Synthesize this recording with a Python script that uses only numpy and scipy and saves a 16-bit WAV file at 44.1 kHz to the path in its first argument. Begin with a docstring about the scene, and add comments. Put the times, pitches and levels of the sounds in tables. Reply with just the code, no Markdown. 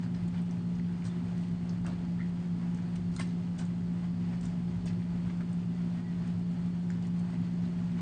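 """A low, steady drone comes first, and almost at once the wet clicks of two dogs eating.
The drone is a nearby compressor, with electrical hum, a thin whine and a fan moving air.
The dogs take dry kibble from a metal tray that bumps on its mat and clinks when a pellet hits it.
Tongues click, single pellets snap, and mouthfuls crunch in short showers of tiny cracks.
The tiled room gives the eating a short echo."""
import sys
import numpy as np
from scipy import signal
from scipy.fft import rfft, irfft, next_fast_len
from scipy.io import wavfile

SR = 44100
rng = np.random.default_rng(int(sys.argv[2]) if len(sys.argv) > 2 else 0)


def log_audio(samples):
    """Write samples as a 16-bit WAV file to the path given in sys.argv[1]."""
    # one column per channel
    frames = np.atleast_2d(samples).T
    # limit to full scale, then quantise
    limited = np.clip(frames, -1, 1)
    pcm = np.round(limited * 32767).astype(np.int16)
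    wavfile.write(sys.argv[1], SR, pcm)


N = 353241

SHAFT_HZ, MAINS_HZ, FAN_HZ = 58.24, 60.03, 52.63
# Levels in the tables are relative; t is the start of a sound or a point on a curve.
# compressor tones: multiple of the shaft speed; level/dB
SHAFT_MULTIPLES = [1, 3, 4, 34, 35, 47, 49, 50, 51, 56, 60, 61, 62, 70, 71, 72, 74, 76, 81, 82, 87, 97]
SHAFT_LEVELS = [-61, -33.3, -52, -83, -85, -89, -86, -86, -84, -81.5, -88, -87, -86, -89, -88, -83, -85.5,
                -79.5, -85, -84, -87, -88]
# electrical hum: multiple of the mains frequency; level/dB
HUM_MULTIPLES = [2, 4, 6]
HUM_LEVELS = [-48, -53, -65.5]
# tones of the rotor's slots: mains multiple (before twice the shaft speed is taken off); level/dB
SLOT_MULTIPLES = [12, 14, 16, 18]
SLOT_LEVELS = [-73.5, -72.5, -67.5, -72]
# fan tones: multiple of the fan speed; level/dB
FAN_MULTIPLES = [2, 4, 6, 8, 12]
FAN_LEVELS = [-50, -60, -64.5, -71.5, -76]
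# pitches at which the casing rings: f/Hz, width/Hz, level/dB
CASING_RINGS = [(167.9, 26.6, -45), (256.6, 17, -54.5), (356, 34, -61)]
# moving air, low rumble and high hiss: f/Hz, level/dB per Hz
AIR_RUMBLE = [(15, -81.5), (35, -85.5), (56, -69), (80, -72.5), (110, -60), (138, -68), (180, -69.5),
              (203, -80.5), (238, -66.5), (285, -76), (400, -79.5), (460, -87.5), (700, -110)]
AIR_HISS = [(300, -100), (480, -89), (660, -85), (950, -89.5), (1500, -92), (2050, -94), (2800, -97),
            (3500, -99), (3900, -102), (4900, -101), (5600, -106), (7700, -108), (9300, -110)]
# slow change of the deepest rumble: t/s, gain/dB
DEEP_RUMBLE_GAIN = [(0, 0.5), (3, 0), (5, 0.5), (8, -6)]
# dull bumps of the tray on the mat: t/s, length/s, level/dB, f/Hz
TRAY_BUMPS = [(1.421, .04, -57, 650), (1.679, .05, -58.5, 700), (1.832, 0.1, -44, 229),
              (1.848, 0.08, -54.5, 600), (3.195, 0.0095, -46, 750), (3.594, .03, -54, 780),
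              (4.078, .14, -49, 80.6), (4.658, .22, -49, 78.6), (4.844, .022, -47, 370),
              (4.854, 0.012, -53, 700), (7.18, .19, -59, 760)]
# faint thin squeaks: t/s, length/s, starting f/Hz, glide/(Hz per s), level/dB
THIN_SQUEAKS = [(5.937, 0.085, 1830, 1050, -63), (6.031, 0.105, 1965, -550, -61.5)]
# tones of the damped tray: multiple of the struck pitch, time to fade by 60 dB/s, level/dB
TRAY_RINGS = [(0.78, .02, -13), (1, .03, -1), (1.72, .02, -16), (2.17, .02, -18)]
# pellets touching the bare tray: t/s, peak level/dB, f/Hz of the struck spot
TRAY_CLINKS = [(0.7955, -47.5, 2000), (2.186, -50, 1790), (2.193, -46, 1900), (2.199, -47, 1350),
               (2.2035, -39.5, 2050), (2.209, -42, 1870), (2.2155, -42.5, 1980), (2.227, -47, 1960),
               (3.185, -44, 2100), (3.1965, -34.5, 2085), (3.1994, -42.5, 1100), (3.2055, -39, 1795),
               (3.21, -40, 2460), (3.2205, -41.5, 2050)]
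# pellets grinding on teeth and on each other: t/s, length/s, level/dB, f/Hz, width/octaves
PELLET_GRINDS = [(0.358, .032, -61.5, 3200, .3), (1.045, 0.025, -63, 8250, 0.11),
                 (1.088, .016, -64, 3480, .1), (1.841, .03, -56, 1600, .7), (1.876, .055, -65, 3870, 0.3),
                 (3.191, 0.033, -55, 2100, .35), (3.193, .016, -51, 1230, 0.65),
                 (3.2, 0.018, -55, 2960, .3), (3.193, 0.028, -53, 5170, 0.28),
                 (3.191, 0.021, -52, 8700, 0.24), (3.585, 0.024, -59.5, 8200, .2),
                 (4.866, 0.023, -61, 4800, 0.54), (4.865, .024, -61, 2760, 0.46)]
# wet clicks of tongue or lips: t/s, peak level/dB, starting f/Hz
TONGUE_CLICKS = [(0.029, -49, 2100), (0.063, -44, 2000), (0.345, -48, 2100), (0.797, -47, 2400),
                 (1.0228, -46, 2720), (1.861, -44, 1750), (2.787, -45, 2100), (3.193, -41, 1640),
                 (3.2013, -43, 2240), (3.621, -43.5, 1900), (5.02, -46.5, 2440), (5.251, -49, 3000),
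                 (5.2995, -46, 2700), (5.408, -42, 1800), (6.902, -37.5, 2130), (7.342, -49, 2400),
                 (7.638, -50, 1900)]
# the low, body, crack and fizz bands of a crunch: lowest f/Hz, highest f/Hz
CRUNCH_BANDS = [(500, 1200), (1200, 2400), (2600, 5500), (5500, 9300)]
# mouthfuls crushed or pushed about: t/s, length/s, level/dB, treble tilt/(dB per octave)
MOUTHFULS = [(0.024, 0.022, -59, -2.5), (0.14, 0.018, -65.5, -4), (0.338, 0.017, -61.5, -4.5),
             (0.363, 0.035, -65.5, -5.5), (1.04, 0.028, -59.5, 1.5), (1.07, .025, -65, -1),
             (1.368, 0.15, -68, -0.5), (1.84, 0.06, -61.5, -6), (1.912, 0.035, -63.5, -4.5),
             (2.6, .033, -67, -6), (2.954, 0.0081, -56.5, 0.5), (3.11, 0.058, -68, 3),
             (3.187, 0.032, -52, -1), (3.245, 0.079, -65, 0), (3.578, 0.033, -56, 2),
             (4.032, .019, -65, -6), (4.319, 0.022, -63.5, -6), (4.422, 0.044, -61.5, 1.5),
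             (4.857, 0.028, -57.5, 1), (4.895, 0.012, -64, -5), (5.294, 0.013, -62, -5.5),
             (5.398, 0.026, -62.5, -6.5), (7.04, .025, -66, -4), (7.184, 0.017, -70, 7),
             (7.299, 0.012, -66, -1), (7.318, 0.032, -63.5, -4), (7.97, 0.042, -62, -4.5)]
# single pellets snapping: t/s, level/dB, f/Hz, width/octaves
PELLET_SNAPS = [(0.146, -57.5, 4600, 0.55), (0.161, -61, 4700, 0.46), (0.279, -62, 7550, .5),
                (0.417, -63, 8550, .25), (0.509, -56, 6200, 0.71), (0.752, -62, 5400, .5),
                (1.051, -55, 4600, 1), (1.0625, -57, 7200, .6), (1.067, -58, 3900, .5),
                (1.378, -60, 6000, 1), (1.434, -56, 2400, 1.2), (1.693, -51.5, 5400, 0.51),
                (1.846, -52, 855, 0.64), (1.8635, -54.5, 8400, .25), (1.863, -56, 5900, .25),
                (1.865, -55, 2750, 0.43), (1.88, -54.5, 1200, .4), (2.746, -58, 7150, .7),
                (2.772, -63, 6800, .8), (3.163, -44.5, 5800, 1.4), (3.1635, -53, 1150, .8),
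                (3.1913, -50.5, 3400, 0.28), (3.196, -47, 6200, 1.0), (3.587, -54, 4700, 1.6),
                (3.652, -59, 7600, 0.45), (4.41, -55.5, 6400, .9), (4.454, -53, 7500, .6),
                (4.857, -55, 7240, .6), (4.872, -55, 4200, .8), (4.888, -58, 4700, 0.54),
                (5.025, -61, 3400, .7), (5.528, -61, 7800, 0.59), (6.275, -64, 6800, .7),
                (6.903, -54.5, 6260, 0.66), (7.024, -57.5, 5200, 1.0), (7.068, -61, 7000, .7),
                (7.654, -59, 3750, 0.95)]
# the microphone's uneven treble: f/Hz, gain/dB
MICROPHONE_GAIN = [(0, 0), (5000, -3), (5500, -3.5), (6200, -3), (6750, -1.5), (7300, -4), (7750, -4.5),
                   (8400, -1), (9200, -6)]


def amp(db):
    """Turns decibels into a gain."""
    return 10 ** (np.asarray(db) / 20)


def unit(x):
    """Scales a signal to an average size (rms) of 1."""
    return x / np.sqrt(np.mean(x ** 2) + 1e-20)


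def band(x, edges):
    """Keeps the frequencies between two edges, given in Hz."""
    return signal.sosfilt(signal.butter(3, edges, "bandpass", fs=SR, output="sos"), x)


def around(hz, octaves):
    """Band edges to either side of a pitch."""
    return np.clip(hz * 2 ** (octaves * np.array([-.5, .5])), 20, SR / 2 - 100)


def add(mix, start_s, sound):
    """Mixes a sound in at its start time."""
    part = mix[max(round(start_s * SR), 0):][:len(sound)]
    part += sound[:len(part)]


def noise(gain):
    """Steady noise shaped by gain(Hz); gain 1 is 0 dB per Hz."""
    size = next_fast_len(N)
    hz = np.fft.rfftfreq(size, 1 / SR)
    return irfft(rfft(rng.standard_normal(size)) * gain(hz), size)[:N] * np.sqrt(SR / 2)


def coloured(points):
    """Noise that follows a table of f/Hz, level/dB per Hz."""
    f, db = np.transpose(points)
    return noise(lambda hz: amp(np.interp(np.log(hz + 1), np.log(f), db)))


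def drift(per_s):
    """A random wander of rms 1, with per_s new values a second."""
    knots = rng.standard_normal(int(N / SR * per_s) + 4)
    return unit(np.interp(np.arange(N) / SR * per_s, np.arange(len(knots)), knots))


def tones(freqs, levels_db, waver_db, slip_turns, per_s=10):
    """Lasting tones, each wavering in level and slipping a little ahead or behind."""
    t, out = np.arange(N) / SR, np.zeros(N)
    for hz, db in zip(freqs, levels_db):
        turns = hz * t + rng.random() + slip_turns * drift(2)
        level = amp(db + waver_db * np.minimum(drift(per_s), 1.4))
        out += np.sqrt(2) * level * np.sin(2 * np.pi * turns)
    return out


def stroke(length_s, rise_share=0.37, release_share=0.77):
    """The force of one bite or push: it builds up, then lets go."""
    progress = np.arange(SR * 2 // 3) / SR / length_s
    release = np.exp(-(np.maximum(progress - rise_share, 0) / release_share) ** 2)
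    return np.sqrt(np.minimum(progress / rise_share, 1)) * release


def early_echoes(x, strength, count=12):
    """Echoes off the tray walls and floor come within 4 ms and colour each bite differently."""
    taps = np.zeros(SR // 250)
    taps[rng.integers(30, len(taps), count)] = strength * rng.choice([-1, 1], count)
    taps[0] = 1
    return np.convolve(x, taps)[:len(x)]


def crack_shower(envelope, levels_db, bands, span_s, grains_per_s, grit, echo):
    """Tiny cracks mixed with noise; each band has its level over the first span_s."""
    count, out = len(envelope), 0
    for db, edges in zip(levels_db, bands):
        grains = rng.standard_normal(count) * (rng.random(count) < grains_per_s / SR)
        cracks = envelope * (grit * unit(grains) + rng.standard_normal(count))
        sound = band(early_echoes(cracks, echo), edges)
        out = out + amp(db) * sound / np.std(sound[:int(span_s * SR)])
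    return out


def air_stream(flutter_db=1.3, gust_db=2.5, buffet_db=1.6):
    """The fan moves air: a gusty rumble under a nearly even hiss."""
    rumble = coloured(AIR_RUMBLE)
    deep = signal.sosfiltfilt(signal.butter(2, 100, fs=SR, output="sos"), rumble)  # below 100 Hz
    slow_db = np.interp(np.arange(N) / SR, *np.transpose(DEEP_RUMBLE_GAIN))
    gusts = amp(slow_db + gust_db * np.minimum(drift(7.4), 1) + buffet_db * drift(22))
    hiss = coloured(AIR_HISS) * amp(flutter_db * drift(18))
    return rumble - deep + deep * gusts + hiss


def fan():
    """The fan hums at multiples of its turning speed."""
    return tones(FAN_HZ * np.array(FAN_MULTIPLES), FAN_LEVELS, waver_db=2, slip_turns=0.022)


def motor_hum():
    """Mains power hums, and the slots in the spinning rotor sing above it."""
    hum = tones(MAINS_HZ * np.array(HUM_MULTIPLES), HUM_LEVELS, waver_db=2, slip_turns=0.015)
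    slot_hz = MAINS_HZ * np.array(SLOT_MULTIPLES) - 2 * SHAFT_HZ
    return hum + tones(slot_hz, SLOT_LEVELS, waver_db=1, slip_turns=0.064)


def casing():
    """The machine shakes its casing, which rumbles around a few low pitches."""
    return sum(amp(db) * unit(noise(lambda f: 1 / (1 + ((f - hz) / width * 2) ** 2)))
               for hz, width, db in CASING_RINGS)


def compressor():
    """The turning shaft makes a low drone of three tones and a thin, flickering whine."""
    hz = SHAFT_HZ * np.array(SHAFT_MULTIPLES)
    drone = tones(hz[:3], SHAFT_LEVELS[:3], waver_db=0, slip_turns=0.0077)
    slow_swell = amp(np.linspace(-.7, .6, N))
    whine = tones(hz[3:], SHAFT_LEVELS[3:], waver_db=5.5, slip_turns=0.13, per_s=49)
    return drone * slow_swell + amp(1.5) * whine


def room(x, fade_s=0.19, echo_db=-5.5, delay_s=0.0041):
    """The tiled room adds a soft echo that falls by 60 dB in fade_s."""
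    t = np.arange(SR // 2) / SR
    tail = rng.standard_normal(len(t)) * np.exp(-np.log(1000) * t / fade_s) * (t > delay_s)
    return x + amp(echo_db) * signal.oaconvolve(x, tail / np.linalg.norm(tail))[:N]


def tray_bumps(width=0.28):
    """The pushed tray rubs and knocks on the mat: a soft, low shudder."""
    out = np.zeros(N)
    for start, length, db, hz in TRAY_BUMPS:
        push = stroke(length)
        edges = hz * np.exp([-width, width])
        shudder = band(rng.standard_normal(SR), edges)[-len(push):]
        add(out, start, amp(db) * push * unit(shudder))
    return out


def squeaks(wobble=0.0046):
    """Thin gliding tones that swell and fade."""
    out = np.zeros(N)
    for start, length, hz, glide, db in THIN_SQUEAKS:
        t = np.arange(0, length, 1 / SR)
        pitch = (hz + glide * t) * (1 + wobble * drift(150)[:len(t)])
        envelope = np.sqrt(2 * np.sin(np.pi * t / length))
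        add(out, start, amp(db) * envelope * np.sin(2 * np.pi * np.cumsum(pitch) / SR))
    return out


def loose_kibble(per_s=90, spread_db=4, level_db=-71, tilt_db=-3.5, ring_s=0.0003, pitches=24):
    """Muzzles nudge loose pellets, which rustle in fits: tiny taps at many pitches."""
    out, t = np.zeros(N), np.arange(SR // 100) / SR
    for hz in np.geomspace(1300, 8500, pitches):
        sizes = amp(spread_db * np.minimum(rng.exponential(1, N), 2))
        hits = sizes * (rng.random(N) < per_s / pitches / SR)
        tap = band(rng.standard_normal(len(t)) * np.exp(-t / ring_s), (hz * 3 / 4, hz * 4 / 3))
        out += amp(tilt_db * np.log2(hz)) * signal.oaconvolve(hits, unit(tap))[:N]
    nudges_db = 2 * np.minimum(drift(per_s=12), 1)
    return amp(level_db) * unit(out * amp(nudges_db))


def tray_clinks(rise_s=0.0016):
    """A pellet skips or presses on the tray; each spot rings briefly at its own pitch."""
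    out, t = np.zeros(N), np.arange(SR // 20) / SR
    for start, db, hz in TRAY_CLINKS:
        ring = sum(amp(tone_db - 60 * t / fade_s) * np.sin(2 * np.pi * multiple * hz * t)
                   for multiple, fade_s, tone_db in TRAY_RINGS)
        ring *= np.minimum(t / rise_s, 1)
        add(out, start, amp(db) * ring / abs(ring).max())
    return out


def grinds():
    """Hard pellets rub: a quick run of tiny slips rings in one narrow band."""
    out = np.zeros(N)
    for start, length, db, hz, width in PELLET_GRINDS:
        add(out, start, crack_shower(stroke(length), [db], [around(hz, width)],
                                     span_s=length, grains_per_s=700, grit=1.2, echo=0.11))
    return out


def tongue_clicks(length_s=0.0034, fall_octaves=1):
    """A small wet pocket pops open, and its pitch falls as it widens."""
    out, progress = np.zeros(N), np.linspace(0, 1, int(length_s * SR))
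    envelope = np.sin(np.pi * np.sqrt(progress)) ** 2
    for start, db, hz in TONGUE_CLICKS:
        turns = np.cumsum(hz * 2 ** (-fall_octaves * progress)) / SR
        add(out, start, amp(db) * envelope * np.sin(2 * np.pi * turns))
    return out


def faint_snaps(per_s=2.2, level_db=-68, low_hz=3000, high_hz=7500, octaves=1):
    """Soft chewing ticks at random times and pitches, as rows like those of PELLET_SNAPS."""
    draws = rng.random((round(per_s * N / SR), 2))
    return [(when * N / SR, level_db, low_hz * (high_hz / low_hz) ** height, octaves)
            for when, height in draws]


def snaps(rise_s=0.0014, decay_s=0.0013, gain_db=2.5, broad_db=-10.5, broad_hz=(1500, 8500)):
    """A pellet breaks in a few milliseconds: a crack in its own band over a weaker, broad snap."""
    out, t = np.zeros(N), np.arange(SR // 50) / SR
    envelope = np.minimum(t / rise_s, 1) * np.exp(-np.maximum(t - rise_s, 0) / decay_s)
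    for start, db, hz, width in PELLET_SNAPS + faint_snaps():
        add(out, start, crack_shower(envelope, [db, db + broad_db], [around(hz, width), broad_hz],
                                     span_s=0.0032, grains_per_s=4100, grit=0.3, echo=0.17))
    return amp(gain_db) * out


def crunches(middle_hz=2480, droop_db=-1.55):
    """Cracks pile up as the jaw closes: crisp in the front teeth, dull in a closed mouth."""
    out = np.zeros(N)
    octaves = np.log2(np.array(CRUNCH_BANDS) / middle_hz).mean(1)  # each band's height above the middle
    for start, length, db, tilt in MOUTHFULS:
        levels_db = db + tilt * octaves + droop_db * octaves ** 2
        add(out, start, crack_shower(stroke(length), levels_db, CRUNCH_BANDS,
                                     span_s=length, grains_per_s=600, grit=2.2, echo=0.36))
    return out


def scene():
    """The eating and its echo, over the machine and its air stream, in one channel."""
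    eating = snaps() + tongue_clicks() + crunches() + grinds() + tray_clinks() + loose_kibble()
    dogs = room(eating + squeaks()) + tray_bumps()
    background = compressor() + motor_hum() + fan() + casing() + air_stream()
    return (dogs + background)[None]


def record(dry, cut_hz=9180):
    """The microphone colours the treble, then a steep filter removes what lies above cut_hz."""
    hz = np.fft.rfftfreq(N, 1 / SR)
    heard = irfft(rfft(dry) * amp(np.interp(hz, *np.transpose(MICROPHONE_GAIN))), N)
    low_pass = signal.firwin(401, cut_hz, window=("kaiser", 8), fs=SR)
    return signal.oaconvolve(heard, low_pass[None], "same")


dry = scene()
out = record(dry)
log_audio(out)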